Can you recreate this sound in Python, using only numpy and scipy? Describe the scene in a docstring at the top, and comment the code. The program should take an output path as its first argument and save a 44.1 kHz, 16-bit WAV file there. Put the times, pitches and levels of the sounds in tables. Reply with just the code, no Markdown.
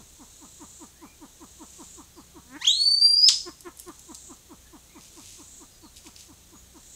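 """A pheasant in the woods

A pheasant walks over crackling dry leaves, clucking softly about five times a second. Once, its
cluck rises into a growl and its voice box breaks into a loud whistle that climbs and snaps down.
The trees echo it. Insects swell and fade, small birds call far off, and a distant engine hums."""
import sys
import numpy as np
from scipy import signal
from scipy.fft import rfft, irfft, next_fast_len
from scipy.io import wavfile
from scipy.ndimage import map_coordinates

SR = 44100
rng = np.random.default_rng(int(sys.argv[2]) if len(sys.argv) > 2 else 0)


def generate_wav(sig):
    """Save sig (samples, or channels by samples) to the path in sys.argv[1] as 16-bit PCM at SR."""
    pcm = np.round(np.clip(np.atleast_2d(sig).T, -1, 1) * 32767).astype(np.int16)
    wavfile.write(sys.argv[1], SR, pcm)


N = 306494
TIME = np.arange(N) / SR

# How the throat shapes the voice with the beak closed. 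Each row: frequency in Hz, gain in dB.
THROAT = [(120, 7), (200, -0.5), (330, -0.5), (450, -11.5), (620, -17.5), (780, -14), (930, -9.5),
          (1100, -9.5), (1300, -18), (1520, -25), (2100, -31), (2600, -38)]


def clucks():
    """Short hoots that arch, drop and end in a croak; harder ones are shorter, flatter and brighter."""
    # Each row: time of the peak in seconds, relative level in dB, pitch at the peak in Hz.
    calls = [(0, -50.5, 241.5), (.219, -46, 272.2), (0.438, -47, 282.7), (.626, -42.5, 304.6),
             (.83, -42.5, 298.6), (1.041, -42.5, 294.3), (1.236, -43, 289), (1.43, -43.5, 305.4),
             (1.623, -42, 298), (1.811, -42.5, 307.3), (1.995, -44, 317.7), (2.189, -44, 315.7),
             (2.372, -43.5, 322), (3.481, -34, 350.3), (3.672, -35, 353.6), (3.889, -37, 341),
             (4.109, -41.5, 307), (4.313, -43, 316.4), (4.521, -43.5, 310), (4.751, -45, 301.4),
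             (4.971, -45.5, 297), (5.19, -46, 305.7), (5.407, -47, 308.7), (5.624, -47, 319.7),
             (5.851, -47, 296.5), (6.074, -47, 305.6), (6.309, -48.5, 292.3), (6.544, -48.5, 298.5),
             (6.768, -47.5, 305.5)]
    # A cluck favours odd harmonics. Gains in dB for harmonics 1, 2, 3 and all higher ones.
    hoot_db = [0, -2, 2, -1]
    # The throat's ring in the croak. Each row: frequency in Hz, gain in dB.
    throat_ring = [(750, -15.5), (1000, -12), (1170, 1), (1300, -3), (1480, -19), (1900, -33)]
    out, flutter = np.zeros(N), wobble(410)
    croak = coloured(rng.standard_normal(N), throat_ring)
    for peak_s, db, hz in calls:
        effort_db = max(db + 44, 0)  # zero for a soft cluck
        scale_s = 0.064 - 0.0012 * effort_db
        age = np.arange(-0.8, 0.7, 1 / (scale_s * SR))  # time from the peak, in units of scale_s
        here = int(peak_s * SR) + np.arange(len(age))
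        slack = np.clip(age, 0, 1)  # the voice loosens after the peak
        fall = 0.96 - 0.08 * effort_db
        octaves = -fall * (age + 0.47 * age ** 2) - 1.57 * slack ** 2
        pitch = hz * 2 ** octaves * (1 + (0.026 + 0.24 * slack) * flutter[here])
        swell = np.exp(-np.abs(age / np.where(age < 0, 0.37, 0.34)) ** 2.2)
        rounder_db = 0.17 * effort_db  # effort favours the lowest harmonic
        # Overtones start each cluck muted, and later clucks are duller.
        upper_db = 0.3 - 0.45 * peak_s - rounder_db + 3 * slack - 5.5 * np.maximum(-age, 0)
        mix_db = hoot_db + np.array([0, 1, 1, 1]) * rng.normal(0, 0.92, size=4)

        def gain_db(k, f):  # harmonic number k, at f Hz
            treble_db = 2.1 * effort_db * np.clip(np.log2(f / 1100), 0, 0.6)
            harmonic_db = np.take(mix_db, k - 1, mode="clip") + (k > 1) * upper_db
            return along(THROAT, f) + harmonic_db + treble_db

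        hoot = swell * voice(pitch, gain_db, count=10)
        rough = amp(-8.5 - rounder_db) * np.exp(-((age - 0.22) / 0.12) ** 2) * croak[here]
        add(out, peak_s + age[0] * scale_s, amp(db - 1.4) * (hoot + rough))
    return out


def growl():
    """A held, rising cluck that grows buzzy as the beak opens."""
    # Each row: time in seconds, pitch in Hz, relative level in dB.
    path = [(2.45, 234, -63), (2.48, 244, -62), (2.52, 255, -49), (2.55, 277, -43), (2.57, 314, -40),
            (2.58, 284, -50), (2.59, 282, -73.5)]
    out = np.zeros(N)
    span = (TIME >= path[0][0]) & (TIME <= path[-1][0])
    pitch, db = (curve[span] for curve in curves(path))
    opening = np.linspace(0, 1, len(pitch))
    pitch = pitch * (1 + 0.08 * opening ** 4 * wobble(400)[span])

    def gain_db(k, f):
        buzz_db = np.interp(f, [398, 1140, 1656, 2180, 2970], [-0.5, -2.5, 23, 19, 14])
        return along(THROAT, f) + np.sqrt(opening) * buzz_db

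    out[span] = amp(db) * soft_ends(span) * voice(pitch, gain_db, count=10)
    return out


def whistle():
    """The voice box winds up reedily, leaps to a pure note, then rasps down as its tension lets go."""
    # The held high note. Each row: time in seconds, pitch in Hz, relative level in dB.
    held_note = [(2.68, 3286, -12.5), (2.696, 3673, -21), (2.758, 4204, -25.5), (2.836, 4482, -20.5),
                 (2.944, 4555, -20), (2.994, 4611, -27), (3.018, 4703, -16), (3.142, 4758, -17.5),
                 (3.146, 4781, -20), (3.236, 4926, -17), (3.27, 5270, -12.5), (3.28, 5165, -14.5)]
    # The voice box favours even harmonics. Gains in dB for harmonics 1 to 6.
    harmonics_db = [-1.5, -1, -30.5, -20.5, -46, -33.5]
    # The throat with the beak open. Each row: frequency in Hz, gain in dB.
    open_beak = [(750, -20.5), (1200, -19.5), (1850, -22.5), (2400, -15.5), (3300, -3), (5300, -2),
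                 (7000, 4), (9200, -7), (11000, -16.5), (14000, -37)]
    # Air rushing through the beak. Each row: frequency in Hz, gain in dB.
    breath = [(600, -49.5), (2000, -26.5), (3800, -8), (7000, -1.5), (9000, -12.5), (11500, -19),
              (15000, -37.5)]
    # A faint sheen over the whistle. Each row: frequency in Hz, gain in dB.
    fizz = [(10000, -44), (10900, -11.5), (11800, -23), (13000, 3), (14000, 2.5), (15500, -6)]
    windup_s, break_s, held_s, release_s = 2.59, 2.657, held_note[0][0], 3.281
    windup_hz, break_hz, pinch_hz, slack_hz = 787, 1716, 4780, 801.5
    out = np.zeros(N)
    span = (TIME >= windup_s) & (TIME <= release_s + 0.026)
    t = TIME[span]
    held_hz, held_db = (curve[span] for curve in curves(held_note))
    # The stages of the call, each between 0 and 1.
    leap = 1 - (1 - ramp(t, break_s, held_s)) ** 2
    unsettled = np.exp(-np.maximum(t - break_s, 0) / 0.033)
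    drop = 1 - np.exp(-(np.maximum(t - release_s, 0) / 0.011) ** 1.6)
    rasp = np.sin(np.pi * drop ** 1.2)  # strongest midway through the drop

    rising_hz = windup_hz * (break_hz / windup_hz) ** (ramp(t, windup_s, break_s) ** 1.7)
    pitch = blend(blend(rising_hz, held_hz, leap), slack_hz, drop)
    pitch = pitch * (1 + 0.0023 * wobble(45)[span] + 0.00064 * wobble(740)[span])
    # The voice comes in 33 pushes a second until the high note settles.
    stutter_db = 3.5 * unsettled * np.cos(2 * np.pi * 33 * (t - held_s))
    level_db = blend(-28, held_db + 2.6, leap) + stutter_db - 15.5 * drop ** 4 + 1.9 * wobble(75)[span]
    # Overtones fade when the voice box is pulled tight above pinch_hz, and fail in mid-leap.
    reedy_db, rasp_db = 6.5, -3
    pure_db = -16.5 - 0.5 * np.maximum(pitch - pinch_hz, 0)
    upper_db = blend(blend(reedy_db, pure_db, leap), rasp_db, rasp) - 11.5 * np.sin(np.pi * leap) ** 2

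    def gain_db(k, f):
        return along(open_beak, f) + np.take(harmonics_db, k - 1) + (k > 1) * upper_db

    tone = voice(pitch, gain_db, count=6)
    air_db = blend(blend(-35.5, -22.5, unsettled), -8.5, rasp)
    air = amp(air_db) * coloured(rng.standard_normal(N), breath)[span]
    sheen = amp(-42.5) * coloured(rng.standard_normal(N), fizz)[span]
    fade = ramp(t, windup_s, windup_s + 0.03) * soft_ends(span)
    out[span] = amp(level_db) * fade * (tone + air + sheen)
    return out


def footsteps():
    """Dry leaves and twigs crack under the feet, over a crinkle of tiny clicks."""
    # Each row: start in seconds, peak level in dB, pitch in Hz.
    snaps = [(3.607, -33, 8840), (3.773, -33, 8940), (3.791, -32, 7600), (3.798, -25, 9800),
             (3.883, -35.5, 8350), (3.994, -32, 8400), (4.147, -25, 6850), (4.151, -28, 6300),
             (5.969, -36, 4100), (6.066, -38, 2980), (6.163, -31, 4800), (6.208, -33, 6050)]
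    # Feet shuffling in the leaves. Each row: middle in seconds, level in dB, half length in seconds.
    shuffles = [(1.82, -58, 0.12), (3.81, -55.5, .025), (5.04, -54.5, 0.034), (5.274, -50.5, 0.098),
                (5.978, -46.5, 0.011), (6.066, -49, 0.015), (6.2, -51, 0.042)]
    # The tone colour of the crinkle. Each row: frequency in Hz, gain in dB.
    leaves = [(800, -50), (2400, -4.5), (4000, -3.5), (6500, 2), (9000, -4.5), (12000, -10.5), (15500, -29)]
    out, t = np.zeros(N), np.arange(SR // 20) / SR
    for start_s, db, hz in snaps:
        decay = amp(-60 * t / 0.0093) + amp(-9.5 - 60 * t / 0.034)
        band = signal.butter(2, [hz * 0.63, min(hz * 1.35, 15000)], "band", fs=SR, output="sos")
        crack = signal.sosfilt(band, rng.standard_normal(len(t)) * decay)
        add(out, start_s, amp(db) * crack / np.abs(crack).max())
    pressure = sum(amp(db) * np.exp(-0.5 * ((TIME - s) / half) ** 2) for s, db, half in shuffles)
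    clicks = rng.standard_normal(N) * (rng.random(N) < 2400 / SR)  # about 2400 a second
    clicks *= amp(3.4 * np.minimum(rng.exponential(size=N), 4))  # a few stand out
    return out + pressure * coloured(clicks, leaves)


def insects():
    """A shrill chorus that builds slowly and collapses about once a second, with a faint wing flutter."""
    # Each row: time of the crest in seconds, level in dB, build-up in dB per second.
    crests = [(.82, -49, 8), (1.96, -48, 13), (3.12, -52.5, 7.5), (4.29, -47.5, 22), (5.59, -48.5, 14),
              (6.95, -49, 39.5)]
    # The tone colour of the quiet chorus. Each row: frequency in Hz, gain in dB.
    shrill = [(2500, -30.5), (3200, -13.5), (4050, -5.5), (4800, -16.5), (5700, -7), (6400, -0.5),
              (7300, -3), (8300, -4), (9000, -11.5), (11000, -28)]
    ebb_db_per_s, lull_db = 97, -58.5
    swells = [db - np.maximum(rise * (s - TIME), ebb_db_per_s * (TIME - s)) for s, db, rise in crests]
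    level_db = np.maximum(np.max(swells, axis=0), lull_db)
    wings = np.sin(2 * np.pi * np.cumsum(31 + 2 * wobble(2.1)) / SR)
    low = coloured(rng.standard_normal(N), shrill)
    high = coloured(rng.standard_normal(N), [(5800, -50), (6700, -1), (7600, 0), (8350, -5), (8900, -31)])
    high_share = 0.92 * np.clip((level_db + 55.5) / 9, 0, 1)  # they sing higher at each crest
    return amp(level_db + 1.2 * wings) * (np.sqrt(1 - high_share) * low + np.sqrt(high_share) * high)


def far_birds():
    """Small birds sing thin, gliding notes."""
    # Each row: start in seconds, length in seconds, first and last pitch in Hz, relative level in dB.
    chirps = [(.923, .14, 1520, 2320, -71), (1.02, 0.13, 2325, 2400, -67.5), (2.119, .1, 5500, 3900, -67),
              (4.645, 0.04, 1794, 1674, -66), (4.882, 0.063, 1987, 2515, -67),
              (4.931, .058, 2480, 1910, -65.5), (5.695, 0.07, 5180, 4780, -65),
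              (5.803, 0.074, 4600, 3970, -62.5), (6.541, .048, 6750, 6820, -56.5)]
    out = np.zeros(N)
    for start_s, length_s, start_hz, end_hz, db in chirps:
        count = int(length_s * SR)
        pitch = np.linspace(start_hz, end_hz, count) + 45 * wobble(139)[:count]
        tone = np.sin(2 * np.pi * np.cumsum(pitch) / SR)
        add(out, start_s, amp(db) * signal.windows.tukey(count, 0.6) * tone)
    return out


def distant_engine():
    """A drifting exhaust tone over a low, wavering hum."""
    # Each row: time in seconds, exhaust pitch in Hz, relative level in dB.
    exhaust_path = [(0, 68, -63.5), (1.2, 67.5, -62.5), (2.5, 66.5, -59.5), (3.6, 64, -60),
                    (4.3, 62.5, -58), (5.5, 62, -63.5), (6.95, 64, -59)]
    # The tones of the hum. Each row: pitch in Hz, average level in dB.
    hum_tones = [(30, -69.5), (90, -70.5), (120, -77), (150, -75), (180, -75)]
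    hz, db = curves(exhaust_path)
    exhaust = amp(db - 3.5 + 2 * wobble(5)) * np.sin(2 * np.pi * np.cumsum(hz) / SR)
    hum = sum(amp(level + 3.9 * wobble(3.2)) * np.sin(2 * np.pi * f * TIME + 0.5 * wobble(3.08))
              for f, level in hum_tones)
    return np.sqrt(2) * (exhaust + hum)


def still_air():
    """The soft, steady hush of forest air."""
    # Each row: frequency in Hz, gain in dB.
    hush = [(12, -26.5), (22, -4.5), (50, -4), (100, -6), (150, -13), (230, -11), (330, -13), (500, -16),
            (1100, -20.5), (2300, -22), (3400, -19), (4600, -21), (6000, -22), (15500, -24)]
    return amp(-56.5) * coloured(rng.standard_normal(N), hush)


def with_echoes(sound, trunks_db, tail_db):
    """The slope and near trunks send back separate copies of a sound; far trees add a smooth tail."""
    # The tail. Each row: frequency in Hz, seconds it takes to fade by 60 dB.
    fade_times = [(200, 0.52), (1200, 0.23), (3500, 0.32), (5200, 0.42), (9000, 0.48), (15000, 0.045)]
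    # The separate copies. Each row: delay in seconds, relative level in dB.
    bounces = [(.0068, -7.5), (0.0111, -4), (.0153, 1), (.0231, -2.5), (0.03, -8.5), (.0402, -1.5),
               (0.0577, -13)]
    hz, t, noise = signal.stft(rng.standard_normal(SR * 3 // 4), SR, nperseg=256)
    tail = signal.istft(noise * amp(-60 * t / along(fade_times, hz)[:, None]), SR, nperseg=256)[1]
    trunks = np.zeros(len(tail))
    for delay_s, db in bounces:
        trunks[round(delay_s * SR)] += amp(db)
    echo = amp(trunks_db) * trunks / np.linalg.norm(trunks) + amp(tail_db) * tail / np.linalg.norm(tail)
    return sound + signal.fftconvolve(sound, echo)[:N]


def voice(pitch, gain_db, count):
    """Harmonics (whole multiples) of a moving pitch, each weighted by gain_db(number, Hz)."""
    phase = 2 * np.pi * np.cumsum(pitch) / SR
    k = np.arange(1, count + 1)[:, None]
    gains = amp(gain_db(k, k * pitch)) * (k * pitch < SR / 2)
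    return np.sqrt(2) * np.sum(gains * np.sin(k * phase), axis=0)


def amp(db):
    """Turn decibels into a gain."""
    return 10 ** (np.asarray(db) / 20)


def along(points, hz):
    """Read between (Hz, value) points, on a logarithmic frequency scale."""
    f, values = np.transpose(points)
    return np.interp(np.log(hz + 1), np.log(f + 1), values)


def curves(rows):
    """One value per sample for each column after the time."""
    times, *columns = np.transpose(rows)
    return [np.interp(TIME, times, column) for column in columns]


def wobble(rate):
    """A smooth curve through `rate` random points a second."""
    return map_coordinates(rng.standard_normal(int(7 * rate) + 5), [TIME * rate])


def filtered(x, response):
    """Scale each frequency in x by the gain response(Hz)."""
    size = next_fast_len(N + 8192)
    return irfft(rfft(x, size) * response(np.fft.rfftfreq(size, 1 / SR)), size)[:N]


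def coloured(x, spectrum):
    """Shape x with (Hz, dB) points, then bring its average power to 1."""
    shaped = filtered(x, lambda hz: amp(along(spectrum, hz)))
    return shaped / np.sqrt(np.mean(shaped ** 2) + 1e-20)


def add(track, start_s, sound):
    """Mix a sound into the track from start_s on."""
    i = round(start_s * SR)
    part = sound[max(-i, 0):max(N - i, 0)]
    track[max(i, 0):][:len(part)] += part


def soft_ends(span):
    """A gain that quickly fades a call in and out at the ends of its span."""
    return signal.windows.tukey(int(span.sum()), 0.008)


def blend(a, b, share):
    """From a to b as share goes from 0 to 1."""
    return a + share * (b - a)


def ramp(t, start, end):
    """0 before start, 1 after end, a straight line between."""
    return np.clip((t - start) / (end - start), 0, 1)


def scene():
    """The pheasant is near; soft leaves swallow the echo of its low notes, trunks scatter the rest."""
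    clucking = clucks() + growl()
    low_notes = filtered(clucking, lambda hz: 1 / (1 + (hz / 650) ** 6))
    near = low_notes + with_echoes(clucking - low_notes, trunks_db=-18.5, tail_db=-8)
    call = with_echoes(whistle(), trunks_db=-10, tail_db=-7)
    steps = with_echoes(footsteps(), trunks_db=-22.5, tail_db=-6.5)
    birds = amp(1) * with_echoes(far_birds(), trunks_db=4, tail_db=0)
    return (near + call + steps + birds + insects() + distant_engine() + still_air())[None]


def record(dry):
    """A faint copy, shifted up in frequency, joins the sound, and the highest treble is cut off."""
    shift_hz, copy_db, top_hz = 6140, -44.5, 15650
    shift = np.exp(2j * np.pi * shift_hz * TIME)
    shifted = np.real(signal.hilbert(dry[0], next_fast_len(N))[:N] * shift)
    return filtered(dry[0] + amp(copy_db) * shifted, lambda hz: hz < top_hz)[None]


dry = scene()
out = record(dry)
generate_wav(out)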